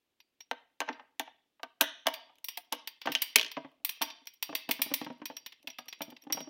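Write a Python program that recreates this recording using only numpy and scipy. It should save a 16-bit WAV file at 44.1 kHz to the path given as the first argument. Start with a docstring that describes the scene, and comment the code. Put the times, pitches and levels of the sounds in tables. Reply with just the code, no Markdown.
"""Light ticks and hollow plastic taps sound in a small room as a screwdriver backs a screw out of a base.
The steel tip slips in the screw head and rings; it also strikes the shell and once skids off, rattling.
Held in the hand, the base creaks and knocks by stick-slip friction. A wooden table below reflects
the taps at once, the room rings on, and the recorder pushes quiet sound further down."""
import sys
import numpy as np
from scipy import signal
from scipy.fft import rfft, irfft, next_fast_len
from scipy.io import wavfile
from scipy.ndimage import uniform_filter1d

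SR = 44100
rng = np.random.default_rng(int(sys.argv[2]) if len(sys.argv) > 2 else 0)


def wav_out(sig):
    """Save sig, one row per channel (or a flat mono array), as 16-bit PCM at SR to the path in sys.argv[1]."""
    wavfile.write(sys.argv[1], SR, np.round(np.clip(np.atleast_2d(sig).T, -1, 1) * 32767).astype(np.int16))


N = 286209
AGE = np.arange(SR * 4 // 25) / SR  # time since a contact began [s]
TOP_HZ = 15950
GLANCE_FREE_DB = -4.5  # a glancing blow leaves less buzz and ring

# resonances of the plastic base: (frequency [Hz], level [dB], t60 [s])
BASE_MODES = [(155, -20, .15), (258, -3, .11), (295, -2, .11), (377, -14, .11), (484, -10, .08),
              (565, -6, .08), (641, -7, .11), (790, -2, .07), (872, -3, .055), (921, -5, .11),
              (1087, -2, .045), (1230, -5, .055), (1561, -6, .07), (2051, -6, .045), (2495, -6, .07),
              (2920, -5, .07), (3150, -7, .08), (4140, -9, .055)]
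# spectrum of its crowd of fast-dying modes: (frequency [Hz], level [dB])
BASE_SPECTRUM = [(60, -27), (170, -24), (270, -6.5), (390, -21.5), (900, 0), (1500, -11), (3000, 7),
                 (4700, -7), (6000, -6.5), (7500, -24.5), (11000, -14), (15000, -14.5)]


def undb(db):
    """Amplitude ratio of a level in decibels."""
    return 10 ** (np.asarray(db) / 20)


def along(points, hz):
    """Interpolation of (frequency [Hz], value) points on a logarithmic frequency axis."""
    points_hz, values = np.transpose(points)
    return np.interp(np.log(hz + 1), np.log(points_hz), values)


def colour(x, spectrum):
    """Zero-phase filtering by a (frequency [Hz], level [dB]) curve."""
    size = next_fast_len(len(x), real=True)
    gain = undb(along(spectrum, np.fft.rfftfreq(size, 1 / SR)))
    return irfft(rfft(x, size) * gain, size)[:len(x)]


def noise(spectrum, size):
    """Spectrally shaped Gaussian noise of unit rms."""
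    x = colour(rng.standard_normal(size), spectrum)
    return x / x.std()


def band(x, lo_hz, hi_hz):
    """Causal band-pass filtering."""
    return signal.sosfilt(signal.butter(4, [lo_hz, hi_hz], "band", fs=SR, output="sos"), x)


def fade(t, t60):
    """Exponential damping: 60 dB of decay in t60 seconds."""
    return np.exp(-np.log(1000) * t / t60)


def add(track, start_s, x):
    """Superposition of x on the track from start_s on."""
    i = max(int(start_s * SR), 0)
    track[i:i + len(x)] += x[:max(N - i, 0)]


def ring(modes, scatter_db, detune):
    """Modal synthesis: damped sines whose shares and pitch vary with the spot struck and the grip."""
    hz, db, t60 = np.transpose(modes)[:, :, None]
    share, shift, phase = rng.standard_normal((3, len(modes), 1))
    waves = np.sin(2 * np.pi * (hz * (1 + detune * shift) * AGE + phase))
    return np.sum(undb(db + scatter_db * share) * fade(AGE, t60) * waves, axis=0)


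def judder(rate_hz, rough_db):
    """Stick-slip modulation: a gain that jumps to a new random level rate_hz times a second."""
    hold = max(int(SR / rate_hz), 2)
    steps = np.repeat(undb(rough_db * rng.standard_normal(len(AGE) // hold + 1)), hold)
    return uniform_filter1d(steps, hold // 2 + 1)[:len(AGE)]


def excite_bands(x, edges_hz, levels_db):
    """Excitation spectrum: force and hardness of a contact set each band's level over the attack."""
    attack = int(0.012 * SR)
    parts = [band(x, lo, hi) for lo, hi in zip(edges_hz, edges_hz[1:])]
    return sum(part * undb(db) / part[:attack].std() for part, db in zip(parts, levels_db))


def air(level_db=-76.5):
    """Ambient noise floor: the steady hush of the room."""
    # spectrum of the quiet air: (frequency [Hz], level [dB])
    air_spectrum = [(30, -17), (100, -10.5), (180, -11), (280, -3), (600, -11), (1500, -14.5), (3000, -11),
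                    (6000, -18.5), (9000, -22), (16000, -20.5)]
    return undb(level_db) * noise(air_spectrum, N)


def room(x, build_s=0.0073, wall_s=0.072, wall_width_s=0.018, wall_gain=0.38):
    """Reverberation: a diffuse field builds up, swells as the far wall answers and decays band by band."""
    # spectrum of the diffuse field: (frequency [Hz], level [dB])
    room_spectrum = [(100, -13.5), (300, -5), (900, -2), (1400, -1.5), (2700, -1.5), (5500, -5),
                     (7500, -14), (14000, 3), (16500, -8)]
    # reverberation time: (frequency [Hz], t60 [s])
    decay_times = [(150, 0.59), (1000, 0.46), (3000, 0.55), (5500, 0.55), (8000, 0.44), (15000, 0.047)]
    t = np.arange(SR) / SR
    edges_hz = np.geomspace(80, 17000, 11)
    diffuse = noise(room_spectrum, len(t))
    tail = sum(band(diffuse, lo, hi) * fade(t, along(decay_times, np.sqrt(lo * hi)))
               for lo, hi in zip(edges_hz, edges_hz[1:]))
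    build_up = 1 - np.exp(-(t / build_s) ** 2)
    wall_swell = 1 + wall_gain * np.exp(-((t - wall_s) / wall_width_s) ** 2)
    response = tail * build_up * wall_swell
    return signal.fftconvolve(x, response / np.sqrt(np.sum(response ** 2)))[:N]


def table_reflection(x, lag_s=0.0044, db=-9):
    """Comb filtering: the direct sound interferes with its echo from the table top."""
    return x + undb(db) * np.pad(x, (int(lag_s * SR), 0))[:len(x)]


def scattered(start_s, end_s, spread_db, count):
    """Jittered timing: one event in each of count equal slots, as (time [s], level offset [dB])."""
    place, size = rng.random((count, 2)).T
    times = start_s + (end_s - start_s) * (np.arange(count) + place) / count
    return zip(times, spread_db * (2 * size - 1))


def grip_and_thread(turning_s=(2.2, 6.4), thread_db=-72):
    """Intermittent friction: the grip shifts and the thread catches faintly while the screw turns."""
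    # bass of the shifting grip: (time [s], level [dB])
    grip_levels = [(2.2, -81), (2.77, -83), (3.52, -66.5), (3.69, -73), (4.46, -76.5), (4.95, -55),
                   (5.54, -78.5), (6.34, -67), (6.48, -56)]
    for s, offset_db in scattered(*turning_s, spread_db=6.5, count=26):
        db = np.interp(s, *np.transpose(grip_levels)) + offset_db
        yield s, knock([db, db - 7, db - 13]), 0
    for s, offset_db in scattered(*turning_s, spread_db=5, count=24):
        db = thread_db + offset_db
        yield s, tap([db - 11, db - 11, db, db - 2], GLANCE_FREE_DB), 0


def knock(levels_db, rub_t60=0.045, ring_db=-11, rise_s=0.0016):
    """Stick-slip friction: the plastic gives way in jerks, and the soft push favours its low modes."""
    # edges of the thump, shell and hiss bands: (frequency [Hz])
    edges_hz = [100, 600, 1800, 7000]
    soft_push = [(150, 4), (300, 3), (800, -4), (2000, -8.5), (5000, -11.5)]  # (frequency [Hz], gain [dB])
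    rub = noise(BASE_SPECTRUM, len(AGE)) * fade(AGE, rub_t60) * judder(rate_hz=370, rough_db=3.5)
    body = undb(ring_db) * colour(ring(BASE_MODES, scatter_db=4.5, detune=0.036), soft_push)
    onset = 1 - np.exp(-AGE / rise_s)
    return excite_bands((rub + body) * onset, edges_hz, levels_db)


def knocks(hiss_db=-12):
    """Release of static friction: the base shifts under hand and tip."""
    # shifts of the base: (time [s], shell level [dB], thump re shell [dB])
    shifts = [(0.8769, -42.5, -18), (0.995, -50.5, -32), (1.274, -50, -30), (1.595, -59, -26),
              (1.8058, -43, -11), (1.817, -42.5, -7), (2.057, -43, -10), (2.2955, -62.5, -13),
              (2.5727, -46, -24), (2.719, -47, -11), (3.0548, -40, -2.5), (3.0849, -41, -3.5),
              (3.5671, -37, -4), (3.6455, -52, 4.5), (4.01, -37.5, -10), (4.491, -47, 0.5),
              (4.527, -45, -3), (4.6894, -38.5, 2), (4.7906, -47.5, 1.5), (4.86, -52, 3), (4.9132, -43, 5),
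              (5.0129, -42, 3.5), (5.0639, -43, -3), (5.0995, -48, 4.5), (5.2164, -48.5, 3.5),
              (5.2985, -45.5, -2), (5.6411, -78, 17), (5.6723, -53.5, -1), (5.785, -46, -10.5),
              (6.0056, -41, -2.5), (6.079, -69, 17), (6.12, -56.5, 2.5), (6.2665, -53.5, 8.5),
              (6.2994, -43.5, -1.5), (6.3454, -56.5, 9.5), (6.3714, -41, -6), (6.4043, -50.5, 4),
              (6.4719, -58.5, 13)]
    for s, db, thump_db in shifts:
        yield s, knock([db + thump_db, db, db + hiss_db]), 0


def panels(count=24, rise_s=0.00098):
    """Beating: the hardest blows leave clusters of close panel modes interfering as they decay."""
    # mode clusters: (time [s], centre [Hz], width [Hz], level [dB], t60 [s])
    clusters = [(1.808, 1720, 630, -36, 0.38), (1.811, 3380, 950, -37.5, 0.47),
                (1.81, 5950, 1000, -56, 0.7), (2.069, 925, 120, -47.5, .6),
                (3.153, 3000, 345, -26.5, 0.072), (3.3579, 425, 90, -39.5, .28),
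                (3.357, 2352, 402, -21.5, 0.1), (3.3574, 10740, 900, -27, .035)]
    t = np.arange(SR // 2) / SR
    onset = 1 - np.exp(-t / rise_s)
    track = np.zeros(N)
    for s, centre_hz, width_hz, db, t60 in clusters:
        jitter, phase = rng.random((2, count, 1))
        place = (np.arange(count)[:, None] + jitter) / count
        modes_hz = centre_hz + width_hz * (place - 0.5)
        cluster = np.sin(2 * np.pi * (modes_hz * t + phase)).sum(axis=0)
        add(track, s, undb(db) * cluster / cluster.std() * fade(t, t60) * onset)
    return track


def tap(levels_db, free_db, crack_t60=0.0087, buzz_db=-13, buzz_t60=0.085, ring_db=-19):
    """Impact excitation: the shell cracks, then buzzes and rings in free vibration scaled by free_db."""
    # edges of the thump, shell, crack and sparkle bands: (frequency [Hz])
    edges_hz = [120, 600, 1800, 7000, 16500]
    buzz = undb(buzz_db + free_db) * fade(AGE, buzz_t60) * judder(rate_hz=330, rough_db=3.5)
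    shell = noise(BASE_SPECTRUM, len(AGE)) * (fade(AGE, crack_t60) + buzz)
    modes = undb(ring_db + free_db) * ring(BASE_MODES, scatter_db=5, detune=0.01)
    blow = band(shell + modes, 290, TOP_HZ)  # the taps carry little sound below about 290 Hz
    return excite_bands(table_reflection(blow), edges_hz, levels_db)


def taps(thump_db=-11, crack_db=1.5, crack_share=0.3):
    """Contact stiffness: a harder blow of the tip lifts the sparkle fully and the crack by a share."""
    # blows on the plastic: (time [s], shell level [dB], hardness [dB], free vibration and room [dB])
    blows = [(0.5125, -31.5, -24.5, -5.5), (0.8039, -33.5, -11.5, -3.5), (0.816, -35, -36.5, -2.5),
             (0.8885, -32.5, -46.5, -1), (1.196, -34, -6, -4), (1.6318, -38.5, -20, -7),
             (1.8101, -26, 3.5, -3.5), (2.0684, -25.5, -9.5, -2.5), (2.7244, -34.5, -1.5, -1),
             (3.072, -28.5, -45, -4), (3.3587, -35, 16, -8.5), (4.0167, -32.5, -7, 1.5)]
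    for s, db, hard_db, free_db in blows:
        shape_db = np.array([thump_db, 0, crack_db + crack_share * hard_db, hard_db])
        yield s, tap(db + shape_db, free_db), free_db


def skid(chatter_s=3.3955, chatter_db=-26, bounce_s=0.017, loss_db=4.5):
    """Inelastic rebound: the tip glances off the plastic and chatters on, each bounce weaker."""
    # glancing blows: (time [s], crack level [dB])
    glances = [(3.151, -24), (3.3588, -17.5), (3.385, -29.5)]
    bounces = [(chatter_s + k * bounce_s, chatter_db - k * loss_db) for k in range(6)]
    shape_db = np.array([-28.5, -17.5, 0, -19.5])  # thump, shell, crack, sparkle
    for s, db in glances + bounces:
        yield s, tap(db + shape_db, GLANCE_FREE_DB), GLANCE_FREE_DB


def tick(levels_db, ping_db, slip_s=0.0033, slip_t60=0.028, buzz_db=-16, buzz_t60=0.21, rise_s=0.00039):
    """Frictional excitation: the tip scrapes over the edge of its slot and sets the steel ringing."""
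    # crowd of fast-dying steel modes: (frequency [Hz], level [dB])
    steel_spectrum = [(100, -41.5), (280, -12.5), (600, -18.5), (950, -4), (1400, -17), (2100, 1.5),
                      (3200, 10.5), (5200, 2.5), (7000, -14), (9500, -10), (12000, -8.5), (14500, 2.5),
                      (16500, -4)]
    # screw and blade pressed together: (frequency [Hz], level [dB], t60 [s])
    steel_modes = [(2090, -19, .07), (2480, -8, .1), (3230, -12, .08), (4125, -12, .06), (4696, -10, .23),
                   (8600, -22, .13), (11000, -15, .13), (11870, -9, .06), (14000, -7, .08),
                   (14580, -11, .05)]
    # free shaft, which pings as the tip springs clear: (frequency [Hz], level [dB], t60 [s])
    shaft_modes = [(4696, -23, .25), (5655, 0, .075), (5730, -6, .06), (11870, -7, .05)]
    # edges of the body, clink and treble bands: (frequency [Hz])
    edges_hz = [120, 1800, 7000, 16500]
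    slip = fade(np.maximum(AGE - slip_s, 0), slip_t60) * judder(rate_hz=970, rough_db=1.5)
    buzz = undb(buzz_db) * fade(AGE, buzz_t60)
    scrape = noise(steel_spectrum, len(AGE)) * (slip + buzz)
    steel = undb(-8.5) * ring(steel_modes, scatter_db=3.5, detune=0.00084)
    ping = undb(ping_db) * ring(shaft_modes, scatter_db=5, detune=0.0015)
    onset = 1 - np.exp(-AGE / rise_s)
    return excite_bands((scrape + steel) * onset, edges_hz, levels_db) + ping * onset


def ticks(body_db=-7.5, shaft_db=8.5):
    """Structure-borne sound: each slip clinks in the screw head, and the screw passes some to the base."""
    # slips: (time [s], clink level [dB], treble re clink [dB], ping offset [dB], room offset [dB])
    slips = [(0.202, -57, -28, -13.5, -8), (0.4051, -50.5, -10, -4, -10), (0.927, -52.5, -23, -13, -1),
             (2.1382, -39.5, -3.5, -17, 3.5), (2.443, -46, 10, -6, -1), (2.4844, -37.5, 1, -7, 1.5),
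             (2.5724, -38.5, 1, -27, -9), (2.8733, -37, -3, -10, -3), (3.0161, -43.5, -13, -16, 7),
             (3.057, -41.5, -12.5, -24, 12), (3.1188, -35.5, -1.5, -10, 5), (3.2185, -29.5, 4.5, -8, 1.5),
             (3.5147, -43, -5, -16, 1.5), (3.8478, -34, 8.5, -23, 1), (3.8916, -35.5, 3, -6.5, 2),
             (4.0213, -31, 2.5, -7, 0), (4.102, -44, -22, -20, 0), (4.27, -44.5, -1.5, -8, -0.5),
             (4.3365, -67, 10, -12.5, 1.5), (4.4255, -32.5, 2, -18, 0.5), (4.5505, -30, -0.5, -12.5, 1),
             (4.6897, -39, -3, -16, 1), (4.7103, -27, 1.5, -10, -1.5), (4.8174, -28.5, 5.5, -8, 3),
             (4.9382, -30.5, 5.5, -12, 3), (5.013, -46, -18, -17, -2), (5.0445, -47, -9, -18, -2),
             (5.2552, -38.5, 0, -5.5, -1.5), (5.3668, -44, -2.5, -2.5, -3.5),
             (5.4616, -41, -4.5, -19.5, -3), (5.5217, -51, -15.5, -25.5, 2.5),
             (5.6723, -37, -10, -16, -1.5), (5.7015, -49, -10, -5.5, -16), (5.785, -42, -10, -7.5, -3),
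             (5.8828, -45, -7, 0, -3.5), (5.926, -41, -15, -18, -2), (6.0171, -38.5, -0.5, -9.5, -2),
             (6.1015, -56, 1, -15, 1), (6.165, -51, -23, -25, -2), (6.2207, -65, -3, 7, 2.5),
             (6.324, -34, 3, 4, 1.5), (6.4042, -45.5, -7, -0.5, -7)]
    for s, db, treble_db, ping_db, room_db in slips:
        yield s, tick([db + body_db, db, db + treble_db], db + ping_db + shaft_db), room_db


def scene():
    """Superposition of the direct sound, its reverberation and the quiet air."""
    # (contacts, gain [dB], room re direct [dB]); each contact is (time [s], sound, room offset [dB])
    layers = [(ticks(), -3, -17), (taps(), -1, -17), (skid(), -1, -17),
              (knocks(), 0, -19), (grip_and_thread(), 1.5, -19)]
    direct, to_room = np.zeros((2, N))
    for contacts, gain_db, room_db in layers:
        for s, sound, offset_db in contacts:
            add(direct, s, sound * undb(gain_db))
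            add(to_room, s, sound * undb(gain_db + room_db + offset_db))
    return (direct + panels() + room(to_room) + air())[None]


def suppress(x, threshold_db=-90, depth_db=-9, frame=512):
    """Spectral gating: each band is turned down smoothly as its level sinks past the threshold."""
    spectra = signal.stft(x, nperseg=frame)[2]
    power = uniform_filter1d(np.abs(spectra) ** 2, size=9, axis=-2)
    opening = power / (power + undb(threshold_db) ** 2)
    return signal.istft(spectra * undb(depth_db * (1 - opening)), nperseg=frame)[1][:, :N]


def record(dry):
    """Band limiting: the recorder gates faint noise, clips at full scale and cuts the top."""
    lowpass = signal.ellip(8, 0.2, 70, TOP_HZ, fs=SR, output="sos")
    return signal.sosfilt(lowpass, np.clip(suppress(dry), -1, 1))


dry = scene()
out = record(dry)
wav_out(out)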